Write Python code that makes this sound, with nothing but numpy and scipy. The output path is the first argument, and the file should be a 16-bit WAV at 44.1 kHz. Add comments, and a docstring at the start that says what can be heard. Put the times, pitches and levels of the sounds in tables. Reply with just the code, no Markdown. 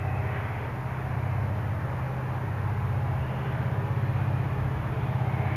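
"""Two diesel locomotives, still far off, haul a freight train under load towards a station platform.
From the start their exhaust pulses beat: at almost equal speeds they drift in and out of step.
In the first second flanges scrape, and wheels and rails sing over the roar of the rolling train.
From about three seconds the deep rumble swells now and then; at the end the wheels sing out again.
Machinery hums and the microphone hisses faintly throughout."""
import sys
import numpy as np
from scipy import signal
from scipy.fft import rfft, irfft
from scipy.io import wavfile
from scipy.ndimage import uniform_filter1d

SR = 44100
rng = np.random.default_rng(int(sys.argv[2]) if len(sys.argv) > 2 else 0)


def put_to_file(sound):
    """Save the sound as 16-bit audio at rate SR, in the file named by the first command-line argument."""
    columns = np.atleast_2d(sound).T  # one column per channel
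    safe = np.clip(columns, -1, 1)
    whole_steps = np.round(safe * 32767)
    wavfile.write(sys.argv[1], SR, whole_steps.astype(np.int16))


N = 245195
TIME = np.arange(N) / SR
FROM_MIDDLE_S = TIME - TIME.mean()

# speed of the lead engine: time_s, pulse_rate_hz
LEAD_PULSE_RATE = [(0, 16.065), (5.56, 16.068)]


def engine(speed, first_pulse_s, resonances, growth, chug, scatter, uneven=.09):
    """Periodic pulses form harmonics that ring the silencer; higher ones waver more in the air."""
    rate_hz, = follow(speed, TIME)
    cycles = np.cumsum(rate_hz) / SR - first_pulse_s * rate_hz[0]
    exhaust = np.zeros(N)
    for order in range(3, 14):
        hz = order * rate_hz.mean()
        silencer = sum(amp(db) / (1 + 1j * (hz * hz - peak_hz * peak_hz) / (hz * width_hz)) ** 2
                       for peak_hz, width_hz, db in resonances)
        air = 1 + scatter * order / 14 * waver(2.8)
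        nearing = amp(read(growth, hz) * FROM_MIDDLE_S)
        exhaust += np.sqrt(2) * nearing * (silencer * air * np.exp(2j * np.pi * order * cycles)).real
    return exhaust * (1 + uneven * waver(3.5).real) * (1 + chug * np.cos(2 * np.pi * cycles))


def locomotives():
    """Beats: the harmonics of two engines at almost one speed reinforce and cancel in turn."""
    # speed of the rear engine: time_s, pulse_rate_hz
    rear_pulse_rate = [(0, 15.938), (2.8, 15.939), (4.2, 15.965), (5.56, 15.924)]
    # exhaust resonances: pitch_hz, width_hz, level_db
    lead_modes = [(76.5, 7.1, -36.2), (107.5, 10.7, -24.5), (119.4, 11.3, -24.7), (160.4, 3, -40.8),
                  (187.7, 39.6, -49.4), (213.5, 3.5, -30.4)]
    rear_modes = [(96.7, 3, -40.9), (108, 39.8, -41.3), (143.9, 3, -48.9), (161.8, 3, -42.3)]
    # the lead sharpens as it nears; the rear, screened by it, hardly changes: pitch_hz, gain_db_per_s
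    lead_growth = [(80, -1), (96, .7), (112, -.3), (128, .6), (145, 2.3), (160, 1.3), (190, .8), (209, 1.4)]
    rear_growth = [(96, -.2), (112, .6)]
    # the lead exhaust as the air carries it: time_s, gain_db, chug_depth
    lead_throb = [(0, .3, .1), (.3, -1.3, .1), (.8, -1.3, 0), (1.25, 1, .1), (1.55, .2, .05), (2.2, -.6, 0),
                  (2.75, -.5, .15), (3.05, 1.3, .2), (3.35, -.3, .05), (3.6, .7, .36), (4.15, .4, .36),
                  (4.52, -.3, .25), (4.68, 1.6, .25), (4.84, -2.2, .05), (4.97, 0, .1), (5.22, .6, .22),
                  (5.38, -1.5, .15), (5.56, -1, .05)]
    fading_db, chug = follow(lead_throb, TIME)
    lead = engine(LEAD_PULSE_RATE, .0561, lead_modes, lead_growth, chug, scatter=.13)
    rear = engine(rear_pulse_rate, .0011, rear_modes, rear_growth, chug=0, scatter=.1)
    return amp(fading_db) * lead + rear


def machinery(approach_db_per_s=1, whine_width_hz=14):
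    """Rotation makes spectral lines: engine hums, broadened by echoes, and whines that swell."""
    # lead engine overtones: pulse_rate_multiple, width_hz, steady_share, level_db
    overtones = [(4.04, 4.6, 0.44, -56.5), (15.02, 5.7, 0.28, -57), (18.09, 1.1, 0.3, -56),
                 (19.91, 33, 0.04, -53.5), (24.87, 8.4, 0.08, -56.5), (25.88, 9, 0, -56.5),
                 (27.25, 11, 0.08, -59)]
    # swells of machinery whine, engine overtones near 320 and 400 Hz, higher whines near 550 and 630 Hz:
    # time_s, half_length_s, pitch_hz, steady_share, level_db
    whine_swells = [(0.1, 1, 631.5, .7, -49.5), (1.56, 0.49, 623, 0.9, -53), (3.6, 0.58, 639, 0.4, -50),
                    (5.35, 0.53, 632.5, 0.62, -47.5), (1.9, 0.47, 551, 0.5, -52),
                    (3.95, 0.71, 554, 0.83, -49), (3.95, 0.56, 319.6, .6, -51.5),
                    (5.4, 0.42, 320, 0.57, -49), (0.15, 0.56, 402.6, 0.5, -51.5),
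                    (3.446, .15, 400.5, 0.6, -46), (3.9, 0.17, 399.6, 0.43, -48.5),
                    (4.503, 0.13, 405, 0.6, -49.5), (4.96, 0.15, 398, 0.4, -51),
                    (5.464, 0.17, 406, .35, -49)]
    rate_hz = follow(LEAD_PULSE_RATE, TIME)[0].mean()
    hums = sum(amp(db) * tone(k * rate_hz, width, steady) for k, width, steady, db in overtones)
    whines = sum(amp(db) * swell(TIME, s, half_s) * tone(hz, whine_width_hz, steady)
                 for s, half_s, hz, steady, db in whine_swells)
    return hums * amp(approach_db_per_s * FROM_MIDDLE_S) + whines


def exhaust_rumble(gas_db=-41.5, gas_db_per_s=-0.05):
    """Turbulence in the exhaust gas radiates deep noise, which swells now and then."""
    # swells of the rumble: time_s, half_length_s, pitch_hz, width_hz, level_db
    deep_swells = [(3.25, 0.28, 77.8, 36, -42), (4.66, .16, 79.7, 50, -37), (5, 0.089, 79.3, 27.78, -42)]
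    # spectrum of the rushing gas: pitch_hz, relative_db
    gas_spectrum = [(10, -21), (25, -3), (45, -15.5), (65, -2.5), (95, -0.5), (155, -3.5), (172, -5),
                    (260, -17), (500, -47.5)]
    booms = sum(amp(db) * swell(TIME, s, half_s) * tone(hz, width, steady=0)
                for s, half_s, hz, width, db in deep_swells)
    return booms + noise(gas_spectrum) * amp(gas_db + gas_db_per_s * FROM_MIDDLE_S)


def rolling(body_db=-39, bright_db=-38.5, patchy_db=1.14, ringing_db=2.0):
    """Rolling contact radiates broadband noise; it brightens as it nears and surges as flanges scrape."""
    # spectrum of the roar: pitch_hz, relative_db
    roar_spectrum = [(100, -13), (230, -3.5), (440, -1.5), (500, -0.5), (680, -0.5), (830, 2), (1050, -1.5),
                     (1300, -5), (1750, -6.5), (1900, -8.5), (2350, -12.5), (2750, -19.5), (3200, -26.5),
                     (4000, -37.5), (6000, -59)]
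    # the air absorbs less treble as the path shortens: pitch_hz, gain_db_per_s
    treble_growth = [(2200, 0), (3400, 1.17), (6000, 1)]
    # flanges scraping the rail: time_s, half_length_s, surge_db
    scrapes = [(0.353, 0.1, 4.5), (.59, 0.12, 3), (0.945, 0.1, 2), (3.55, 0.16, 2), (4.153, 0.15, 0.5),
               (5.08, 0.2, 0.5), (5.502, 0.11, 2)]
    # scaling of a surge across the spectrum: pitch_hz, weight
    scrape_weights = [(300, 0.69), (700, 0.23), (1400, 0.68), (2200, 1.3), (3300, 0.92), (6000, 0.87)]
    hz, t, spectra = signal.stft(rng.standard_normal(N), SR, nperseg=1024, noverlap=768)
    hz = hz[:, None]
    colour = evened(amp(read(roar_spectrum, hz)))
    treble = read([(900, 0.043), (2000, 0.45)], hz)  # share of the bright part
    level_db = (1 - treble) * (body_db + 0.0147 * t) + treble * (bright_db - 0.01 * t)
    level_db += read(treble_growth, hz) * t
    level_db += read(scrape_weights, hz) * sum(db * swell(t, s, half_s) for s, half_s, db in scrapes)
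    dip_hz = 900 - 81 * t  # the ground echo interferes in a band that sinks as the train nears
    level_db -= 1.5 * swell(hz, dip_hz, half_width=76)
    level_db += patchy_db * patches(spectra.shape, frames=24)
    level_db += ringing_db * treble * patches(spectra.shape, frames=70)  # many fainter wheels
    return signal.istft(spectra * colour * amp(level_db), SR, nperseg=1024, noverlap=768)[1][:N]


def singing():
    """Friction excites wheel and rail resonances into fuzzy rings that swell and may glide."""
    # rings: time_s, half_length_s, pitch_hz, glide_hz_per_s, width_hz, level_db
    rings = [(0.144, 0.27, 773, 0, 120, -43.5), (0.12, 0.28, 2560, 0, 170, -52),
             (.3, 0.42, 1972, 0, 200, -51.5), (.37, 0.11, 2950, 0, 180, -60.5),
             (.38, .13, 1520, 0, 260, -48), (.45, .2, 3280, 0, 300, -65), (.52, .17, 2250, 0, 600, -53),
             (1.25, 0.4, 745, -25, 60, -47.5), (1.33, .17, 2150, 0, 400, -54),
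             (2.25, .35, 820, 0, 60, -49.5), (3.05, 0.55, 835, -10, 85, -46.7), (3.6, .18, 805, 0, 70, -50),
             (4.4, .5, 840, 0, 120, -50), (3.6, .85, 990, 0, 45, -52.5), (3.32, .2, 2790, 200, 280, -57.5),
             (3.44, 0.16, 2990, 300, 190, -60.5), (3.45, .13, 3370, 0, 220, -68),
             (4.1, .3, 3360, 0, 200, -70), (4.1, .15, 4100, 0, 400, -72), (4.3, .4, 2434, 1, 130, -58),
             (4.58, 0.1, 1770, 0, 40, -52), (4.98, .16, 436, 0, 35, -50.5), (5.07, .15, 2440, 0, 160, -58),
             (5.07, .17, 3450, -0.5, 520, -63), (5.4, 0.54, 773, 0.5, 120, -44),
             (5.49, .22, 2210, 400, 260, -45.8), (5.485, .15, 1730, 0.5, 200, -50),
             (5.525, 0.12, 1048, 4, 25, -46.5), (5.523, .1, 3070, 0, 260, -63.5),
             (5.46, .1, 3980, 0, 200, -69)]
    return sum(amp(db) * swell(TIME, s, half_s) * tone(hz + glide * (TIME - s), width, steady=0)
               for s, half_s, hz, glide, width, db in rings)


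def tone(hz, width_hz, steady):
    """Random modulation broadens a spectral line of rms 1; a steady share stays pure."""
    envelope = steady + (1 - steady) * waver(width_hz / 2)
    cycles = np.cumsum(hz * np.ones(N)) / SR
    return evened((envelope * np.exp(2j * np.pi * cycles)).real)


def waver(corner_hz, size=8192):
    """Complex low-pass noise: a random modulation of rms about 1."""
    hz = np.fft.fftfreq(size, TIME[-1] / size)
    white = rng.standard_normal(size) + 1j * rng.standard_normal(size)
    slow = np.fft.ifft(white / (1 + (hz / corner_hz) ** 2))
    return np.interp(TIME, np.linspace(0, TIME[-1], size), evened(slow))


def patches(shape, frames):
    """Moving averages smooth noise into patches of rms 1 over pitch and time."""
    bands = uniform_filter1d(rng.standard_normal(shape), size=3, axis=0)
    return evened(uniform_filter1d(bands, size=frames, axis=1))


def noise(spectrum):
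    """White noise filtered to a spectrum, at rms 1."""
    gain = amp(read(spectrum, np.fft.rfftfreq(N, 1 / SR)))
    return evened(irfft(rfft(rng.standard_normal(N)) * gain, N))


def swell(x, centre, half_width):
    """A Gaussian bell of height 1, in time or in pitch."""
    return np.exp(-((x - centre) / half_width) ** 2)


def read(points, hz):
    """Interpolates a spectrum on a log-frequency axis."""
    point_hz, value = np.transpose(points)
    return np.interp(np.log(hz + 1), np.log(point_hz + 1), value)


def follow(rows, t):
    """Interpolates each column of a curve table at the times t."""
    time_s, *columns = np.transpose(rows)
    return [np.interp(t, time_s, column) for column in columns]


def amp(db):
    """Decibels to amplitude ratio."""
    return 10 ** (np.asarray(db) / 20)


def evened(x):
    """Normalises to rms 1."""
    return x / np.sqrt(np.mean(abs(x) ** 2) + 1e-20)


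def scene():
    """Superposition: the pressures of both locomotives and their train add in one channel."""
    return (locomotives() + machinery() + exhaust_rumble() + rolling() + singing())[None]


def record(dry, hiss_db=-63.5, notch_hz=7900, notch_width_hz=600, cutoff_hz=15050):
    """Microphone self-noise joins the sound; a treble notch and a low-pass then filter both."""
    # microphone hiss: pitch_hz, relative_db
    hiss_spectrum = [(100, -4), (4000, 6.5), (6500, 0.5), (9000, -5), (11000, 1.5), (14000, 0), (15000, -5)]
    notch = 1 - swell(np.fft.rfftfreq(N, 1 / SR), notch_hz, notch_width_hz)
    sound = irfft(rfft(dry + amp(hiss_db) * noise(hiss_spectrum)) * notch, N)
    low_pass = signal.firwin(511, cutoff_hz, window=("kaiser", 9), fs=SR)
    return signal.oaconvolve(sound, low_pass[None], "same")


dry = scene()
out = record(dry)
put_to_file(out)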